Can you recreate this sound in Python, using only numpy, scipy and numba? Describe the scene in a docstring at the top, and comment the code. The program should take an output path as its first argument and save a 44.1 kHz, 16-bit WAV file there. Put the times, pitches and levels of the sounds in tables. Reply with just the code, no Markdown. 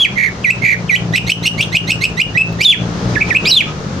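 """A caged leafbird sings close up in a small hard-walled space: falling whistles, buzzy trills, dipping
calls, a run of raspy rising chirps and two sweeps sung with both sides of its syrinx. Each voice is a
vibrating membrane, its overtones and breath shaped by the beak. Two light taps touch the cage.
Behind it, a distant engine rumbles in a bed of street noise and soft hiss.
A limiter ducks the whole mix at each loud note."""
import sys
import numpy as np
from scipy import signal
from scipy.fft import rfft, irfft, next_fast_len
from scipy.io import wavfile
from scipy.ndimage import uniform_filter1d, minimum_filter1d
from numba import njit

SR = 44100
rng = np.random.default_rng(int(sys.argv[2]) if len(sys.argv) > 2 else 0)


def unload_audio(sound):
    """Save the sound as a 16-bit wav file, at the path given as the first command line argument."""
    columns = np.transpose(np.atleast_2d(sound))
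    # keep every value between -1 and 1, then stretch to whole-number steps
    steps = np.round(np.clip(columns, -1, 1) * 32767)
    wavfile.write(sys.argv[1], SR, steps.astype(np.int16))


N = 176400
T = np.arange(N) / SR

# Gliding whistles, one curve a note. Each point: time in seconds, pitch in Hz, level in dB.
WHISTLES = [
    [(-.005, 3326, -17), (.023, 3360, 1), (.038, 3127, -5), (.046, 2920, -11.5), (.053, 2410, 2),
     (.062, 1970, -13.5), (.072, 1690, -30)],
    [(2.594, 3300, -51), (2.614, 4264, -33), (2.634, 5450, -16), (2.644, 4674, -18), (2.652, 3685, 1.5),
     (2.668, 3560, 6), (2.682, 3380, -2), (2.701, 3500, 5), (2.715, 3276, 4), (2.723, 2804, -4),
     (2.73, 2400, 0), (2.739, 2000, -16), (2.751, 1670, -24)],
    [(3.451, 3020, -21), (3.457, 3770, -8), (3.466, 4620, -15), (3.481, 4980, -4), (3.497, 5770, -8.5),
     (3.507, 5060, -8), (3.516, 4120, 3.5), (3.528, 3816, 1), (3.545, 4085, -0.5), (3.556, 4177, -6)],
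    [(3.536, 3300, -15), (3.546, 3750, -13), (3.562, 3636, -5.5), (3.573, 3514, 6.5), (3.584, 3200, 3),
     (3.592, 2990, -4), (3.604, 2776, -7.5), (3.61, 2380, 3), (3.617, 1990, -17.5), (3.627, 1620, -29.5)],
]
# The hoarse lower voice under each upward sweep. Each point: time in seconds, pitch in Hz, level in dB.
UNDERTONES = [
    [(2.588, 1798, -32.5), (2.603, 2113, -26.5), (2.618, 2390, -0.5), (2.629, 2940, -15), (2.648, 3055, -7)],
    [(3.451, 2205, -32), (3.457, 2290, -12), (3.478, 2527, -5), (3.487, 2820, -18.5), (3.508, 2927, -7.5)],
]
# Dipping calls, one curve a note. Each point: time in seconds, pitch in Hz, tone and overtones in dB.
DIPS = [
    [(.437, 3274, -36, -55), (.443, 2755, -22, -47), (.448, 2450, 0, -26), (.458, 2103, -9, -28.5),
     (.48, 1900, -18, -29), (.498, 2012, -13, -31), (.507, 2543, -1.5, -17.5), (.516, 2790, -7, -31)],
    [(.884, 3240, -31, -55), (.891, 2816, -30.5, -47), (.898, 2390, 0, -32), (.909, 2147, -12, -27),
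     (.928, 1938, -17, -26.5), (.947, 1955, -11, -22.5), (.954, 2430, -5.5, -19.5),
     (.965, 3170, -10.5, -33)],
    [(3.155, 2600, -22, -48), (3.158, 2270, -20, -45), (3.163, 1804, -14.5, -30), (3.173, 1683, -8.5, -38),
     (3.183, 1810, -13, -34), (3.193, 1910, -63, -50), (3.207, 2200, -17, -47), (3.216, 2600, -4, -48),
     (3.222, 2270, -1.5, -34), (3.229, 2420, -6, -26)],
    [(3.304, 2627, -18, -47), (3.307, 2425, -7.5, -34), (3.313, 1952, -8.5, -28), (3.33, 1753, -10, -27),
     (3.339, 1846, -41, -52), (3.346, 2033, -26, -31), (3.353, 2423, 2, -29), (3.362, 2574, -1, -23),
     (3.371, 2520, 6, -19)],
]
# Buzzy trills. Each row: start and length in seconds, a time in seconds that the vibrato crests line
# up with, vibrato rate in Hz, centre pitch in Hz, crest level in dB.
TRILLS = [(0.159, 0.13, 0.16, 76.5, 2091, -5), (0.619, 0.13, 0.53, 74, 2167, -3)]
# Rising chirps. Each row: time of the upward snap in seconds, low, top and end pitch in Hz, hold in
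# seconds, base tone and overtone levels in dB, rasp from 0 to 1, lead-in trim in dB, lead-in rasp.
CHIRPS = [ (1.155, 2053, 2694, 2760, .029, -7.5, -19, 1, 5, 0.32),
          (1.296, 2225, 2583, 2902, .028, -7, -17, 0.98, -1, 0.4),
          (1.456, 2180, 2824, 2870, 0.0266, -9, -18, 0.88, -3.5, 0.2),
          (1.606, 2362, 2860, 3357, .026, -8.5, -19.5, 0.8, 8, 0.3),
          (1.749, 2164, 2565, 2845, .025, -6.5, -20.5, 1, -0.5, 0.23),
          (1.901, 2194, 2640, 2757, 0.0232, -9, -18.5, 0.73, 0, 0.23),
          (2.037, 2238, 2606, 2730, 0.019, -7, -17.5, 0.92, 1.5, 0.21),
          (2.198, 2123, 2493, 2860, .024, -4.5, -20.5, 0.53, 0, 0.17),
          (2.372, 2040, 2589, 2630, 0.054, -6, -29, 0.11, 1, 0.2)]
# Throat and beak resonances that colour the overtones. Each row: frequency in Hz, gain in dB.
BEAK_EQ = [(3000, 7.5), (4200, 3), (5200, -4), (6100, 1), (7100, -3), (8200, -0.5), (8900, -1.5),
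           (9500, -10.5), (11000, 0), (13000, -7.5), (15500, -5)]
# Hiss of air in the beak. Each row: frequency in Hz, gain in dB.
AIR_EQ = [(1200, -49), (2500, 7), (5000, 5.5), (8500, -8.5), (9500, -22.5), (11200, -3.5), (15000, -5)]
# Light taps on the cage. Each row: start in seconds, tick level in dB, ring level in dB.
CAGE_TAPS = [(2.526, -31, -54), (3.667, -42, -30.5)]
# Early reflections off the near walls. Each row: delay in seconds, level in dB.
REFLECTIONS = [(.0047, -11), (0.0113, -15.5), (0.017, -19.5)]
# Tone of the reverb tail. Each row: frequency in Hz, gain in dB.
TAIL_EQ = [(1000, -11), (2000, -4.5), (2800, 1.5), (3600, -4.5), (6000, 4.5), (15000, 3)]
# Width where the two microphone ports disagree, near 2 kHz. Each row: frequency in Hz, side gain in dB.
MIC_SIDE_EQ = [(900, -19), (1700, -6), (1950, 6.5), (2150, 0.5), (2350, -23.5), (2550, -39.5), (3400, -32),
               (4100, -12), (5500, -42), (15000, -25)]
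# The distant engine's pace. Each row: time in seconds, firings per second, level in dB.
ENGINE_RUN = [(0, 64.4, -31), (0.801, 57.1, -21.5), (1.198, 57.3, -18.5), (1.698, 56, -21),
              (2.299, 54.4, -24), (2.548, 55.8, -19.5), (2.898, 58, -21), (3.15, 57.8, -21.5),
              (3.448, 56, -23), (4, 43.6, -22.5)]
# The dull exhaust. Each row: frequency in Hz, gain in dB.
EXHAUST_EQ = [(30, -39), (60, -9), (90, -11.5), (122, 1.5), (145, -0.5), (172, 1), (260, -12.5),
              (460, -17.5), (800, -25.5), (2000, -57), (8000, -120)]
# Rumble and hiss of the street. Each row: frequency in Hz, gain in dB.
STREET_EQ = [(20, -14.5), (42, -7.5), (62, 0.5), (85, -2), (215, 1), (260, -5), (460, -6), (700, -13.5),
             (1300, -15.5), (2300, -23.5), (4000, -25), (6400, -27.5), (8500, -46), (12000, -58),
             (15500, -62)]
# Fader ride on the street. Each row: time in seconds, level in dB.
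STREET_SWELL = [(0, -26), (1.2, -27), (2.4, -27.5), (2.8, -25), (3.15, -20), (3.45, -17.5), (3.75, -25.5),
                (4, -24)]
# Stereo width of the street. Each row: frequency in Hz, side over mid in dB.
STREET_SIDE_EQ = [(30, -22), (150, -50), (350, -14), (700, -5), (1400, 1.5), (2500, -3), (15000, 3)]

# Balance of harmonics 2 to 6, ahead of the beak's resonances.
WHISTLE_HARMONICS_DB = (-4, -7, -27, -36, -41)
REEDY_HARMONICS_DB = (-4, -9, -18.5, -25.5, -27)
CALL_HARMONICS_DB = (-8, -5.5, -21.5, -16.5, -19)


def syrinx(t, hz, db, overtone_db, harmonics_db, rasp, air_db=4.5, rasp_hz=520):
    """A vibrating membrane: a tone, plus overtones and air through the beak. Rasp shakes pitch and gain."""
    shaken_hz = hz * (1 + 0.062 * rasp * wander(t, 2 * rasp_hz))
    phase = 2 * np.pi * np.cumsum(shaken_hz) / SR
    harmonics = sum(undb(d) * np.sin(k * phase) * (k * hz < SR / 2) for k, d in enumerate(harmonics_db, 2))
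    breath = undb(air_db + 9.5 * (rasp - 2)) * noise(AIR_EQ, size=len(t))  # rougher is breathier
    overtones = colour(harmonics + breath, BEAK_EQ)
    flutter = 1 + rasp * wander(t, rasp_hz)
    return np.sqrt(2) * flutter * (undb(db) * np.sin(phase) + undb(overtone_db) * overtones)


def glides(curves, overtone_db, harmonics_db, **voice):
    """Slurred notes from one side of the syrinx, the overtones riding with the level."""
    out = np.zeros(N)
    for curve in curves:
        times, hz, db = np.array(curve).T
        t = span(times[0], times[-1])
        level = np.interp(t, times, db)
        note = syrinx(t, np.interp(t, times, hz), level, level + overtone_db, harmonics_db, **voice)
        add(out, t, gate(t, times[0], times[-1]) * note)
    return out


def dips(rasp=0.19, snap_rasp=0.58, snap_s=0.0053):
    """Calls that drop to a soft low note and snap back up, with grit at the very end."""
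    out = np.zeros(N)
    for curve in DIPS:
        times, *controls = np.array(curve).T
        t = span(times[0], times[-1])
        hz, db, overtone_db = (np.interp(t, times, c) for c in controls)
        grit = rasp + snap_rasp * np.exp(-np.abs(t - times[-1]) / snap_s)
        note = syrinx(t, hz, db, overtone_db, CALL_HARMONICS_DB, grit)
        add(out, t, gate(t, times[0], times[-1]) * note)
    return out


def trills(depth=0.093, sag=0.158, accent_db=5, fade_db=-20, attack_s=0.032, release_s=0.0243):
    """A buzz of fast vibrato, loudest on each crest; the pitch sags as the note ends."""
    out = np.zeros(N)
    for start, length, crest, rate, pitch, db in TRILLS:
        end = start + length
        t = span(start, end)
        rise = np.clip((t - start) / attack_s, 0, 1)
        fall = np.clip((end - t) / release_s, 0, 1)
        vibrato = np.cos(2 * np.pi * rate * (t - crest)) * rise * fall
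        hz = pitch * (1 + depth * vibrato - sag * (1 - fall))
        level = db + accent_db * (vibrato - 1) + fade_db * (1 - rise + (1 - fall) / 2)
        note = syrinx(t, hz, level, level - 18.5, CALL_HARMONICS_DB, rasp=0.47)
        add(out, t, gate(t, start, end) * note)
    return out


def chirps(lead_s=0.028, snap_s=0.00578, release_s=0.0082):
    """A soft reedy lead-in snaps up to a rough top note, accented at both ends."""
    # Envelope points: three of lead-in, mid-snap, opening accent, waist, closing accent, release.
    tone_shape_db = np.array([-32.5, -19.5, -11, 4.5, 4.5, -14, 7, -24])
    overtone_shape_db = [-13, -7.5, -4, 0, 9, -3, -1.5, -24]
    out = np.zeros(N)
    for at, low, top, last, hold, db, overtone_db, rasp, lead_db, lead_rasp in CHIRPS:
        lead_times = [-lead_s, -lead_s * 2 / 3, 0]
        times = at + np.array([*lead_times, snap_s / 2, snap_s, hold * 0.57, hold * 0.9, hold + release_s])
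        pitches = [low * 0.85, low * 0.94, low, (low + 2 * top) / 3, top, top, last, last]
        t = span(times[0], times[-1])
        level = db + np.interp(t, times, [*(tone_shape_db[:3] + lead_db), *tone_shape_db[3:]])
        overtone_level = overtone_db + np.interp(t, times, overtone_shape_db)
        grit = np.interp(t, times[4:6], [lead_rasp, rasp])
        note = syrinx(t, np.interp(t, times, pitches), level, overtone_level, REEDY_HARMONICS_DB, grit)
        add(out, t, gate(t, times[0], times[-1]) * note)
    return out


def cage_taps(tick_s=0.0015, wire_hz=1260, wire_t60_s=0.56):
    """Each tap is a bright tick and the faint ring of a cage wire."""
    out = np.zeros(N)
    for at, tick_db, ring_db in CAGE_TAPS:
        t = T[T >= at]
        age = t - at
        tick = undb(tick_db) * np.exp(-age / tick_s) * noise(AIR_EQ, size=len(t))
        ring = undb(ring_db) * decay(age, wire_t60_s) * np.sin(2 * np.pi * wire_hz * age)
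        add(out, t, tick + ring)
    return out


def room(dry, wet_db=-14.5, split_hz=4500, low_t60_s=0.24, treble_t60_s=0.15, onset_s=0.0088):
    """Hard walls add early reflections and a short diffuse tail that loses its treble first."""
    near = dry + sum(undb(db) * np.interp(T - lag, T, dry, left=0) for lag, db in REFLECTIONS)
    t = T[:SR // 2]
    fade_in = np.clip(t / onset_s, 0, 1) ** 2
    tails = []
    for _ in range(2):  # mid, then side
        white = rng.standard_normal(len(t))
        low = signal.sosfiltfilt(signal.butter(2, split_hz, fs=SR, output="sos"), white)
        tail = low * decay(t, low_t60_s) + (white - low) * decay(t, treble_t60_s)
        impulse = colour(unit(tail * fade_in), TAIL_EQ) / np.sqrt(len(t))
        tails.append(signal.fftconvolve(dry, impulse)[:N])
    reverb = stereo(tails[0], undb(1.5) * tails[1])
    return stereo(near, colour(near, MIC_SIDE_EQ)) + undb(wet_db) * reverb


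def engine(jitter=0.025, scatter_db=5, smear_s=0.019, hum_db=-5, side_db=-17):
    """Uneven firings through a dull exhaust, smeared by houses on the way, over a low hum."""
    times, rate, db = np.array(ENGINE_RUN).T
    cycles = np.cumsum(np.interp(T, times, rate) * (1 + jitter * wander(T, 30))) / SR
    firings = np.diff(np.floor(cycles), prepend=0) * undb(scatter_db * wander(T, 100))
    t = T[:SR // 4]
    smear = 0.029 * rng.standard_normal(len(t)) * np.exp(-t / smear_s)
    exhaust = unit(colour(firings + signal.fftconvolve(firings, smear)[:N], EXHAUST_EQ))
    hum = sum(np.sin(2 * np.pi * order * cycles) * (1 + 0.38 * wander(T, 9)) for order in (2, 3))
    drone = unit(exhaust + undb(hum_db) * hum)
    return stereo(drone, undb(side_db) * noise(EXHAUST_EQ)) * undb(np.interp(T, times, db))


def street():
    """A bed of traffic rumble and hiss that swells once."""
    times, db = np.array(STREET_SWELL).T
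    bed = stereo(noise(STREET_EQ), colour(noise(STREET_EQ), STREET_SIDE_EQ))
    return bed * undb(np.interp(T, times, db))


def hiss(centre_s=3.26, width_s=0.35, db=-41):
    """A soft, bright hiss that fades up and away late in the song."""
    band = [(2000, -26), (4000, 1), (5200, 3.5), (6500, -16), (9000, -19), (15000, -32)]  # Hz, dB
    swell = np.exp(-((T - centre_s) / width_s) ** 2)
    return stereo(noise(band), undb(-8) * noise(band)) * undb(db) * swell


def undb(db):
    """Decibels to gain."""
    return 10 ** (np.asarray(db) / 20)


def unit(x):
    """Scale to rms 1."""
    return x / np.sqrt(np.mean(x ** 2))


def decay(t, t60_s):
    """An envelope that falls 60 dB in t60_s."""
    return np.exp(-np.log(1000) * t / t60_s)


def colour(x, eq):
    """Apply an EQ curve of (Hz, dB) points."""
    hz, db = np.array(eq, float).T
    size = next_fast_len(len(x) + 2048)
    f = np.maximum(np.fft.rfftfreq(size, 1 / SR), 1)
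    gain = undb(np.interp(np.log(f), np.log(hz), db))
    return irfft(rfft(x, size) * gain, size)[:len(x)]


def noise(eq, size=N):
    """Coloured noise of rms 1."""
    return unit(colour(rng.standard_normal(size), eq))


def wander(t, rate_hz):
    """A modulator: random values joined by straight lines."""
    knots = rng.standard_normal(4096)
    return np.interp((t - t[0]) * rate_hz, np.arange(len(knots)), knots)


def span(start, end):
    """Sample times of one note, with handles for its fades."""
    return T[(T > start - .01) & (T < end + .01)]


def gate(t, start, end, fade_s=0.0034):
    """A soft gate that opens just before start and closes just after end."""
    return np.sin(np.pi / 2 * np.clip(np.minimum(t - start, end - t) / fade_s + 1, 0, 1)) ** 2


def add(out, t, sound):
    """Mix a sound in at its sample times."""
    out[np.rint(t * SR).astype(int)] += sound


def stereo(mid, side):
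    """Left and right from mid and side."""
    return np.array([mid - side, mid + side])


@njit
def follow(x, fall):
    """Peak follower: instant attack, exponential release."""
    out, held = np.empty(len(x)), 0.
    for i in range(len(x)):
        held = max(x[i], held * fall)
        out[i] = held
    return out


def scene(pan_db=1.05):
    """Bird and cage up front in the room; the background leans slightly left."""
    bird = glides(WHISTLES, -21.5, WHISTLE_HARMONICS_DB, rasp=0.061, air_db=12)
    bird += glides(UNDERTONES, -7, REEDY_HARMONICS_DB, rasp=0.36)
    bird += dips() + trills() + chirps()
    foreground = room(bird + cage_taps())
    background = engine() + street() + hiss()
    return foreground + background * undb([[pan_db], [-pan_db]])


def record(dry, threshold_db=-4, ratio=4.28, release_s=0.056, top_hz=15600):
    """A limiter ducks the mix at loud notes; any overs clip, and a steep low-pass trims the top."""
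    peak = follow(np.abs(dry).max(axis=0), np.exp(-1 / (release_s * SR)))
    gain = np.minimum(1, undb(threshold_db) / peak) ** (1 - 1 / ratio)
    gain = uniform_filter1d(minimum_filter1d(gain, size=88), size=88)  # hold and smooth over 2 ms
    lowpass = signal.ellip(8, .2, 70, top_hz, fs=SR, output="sos")
    return signal.sosfilt(lowpass, np.clip(dry * gain, -1, 1))


dry = scene()
out = record(dry)
unload_audio(out)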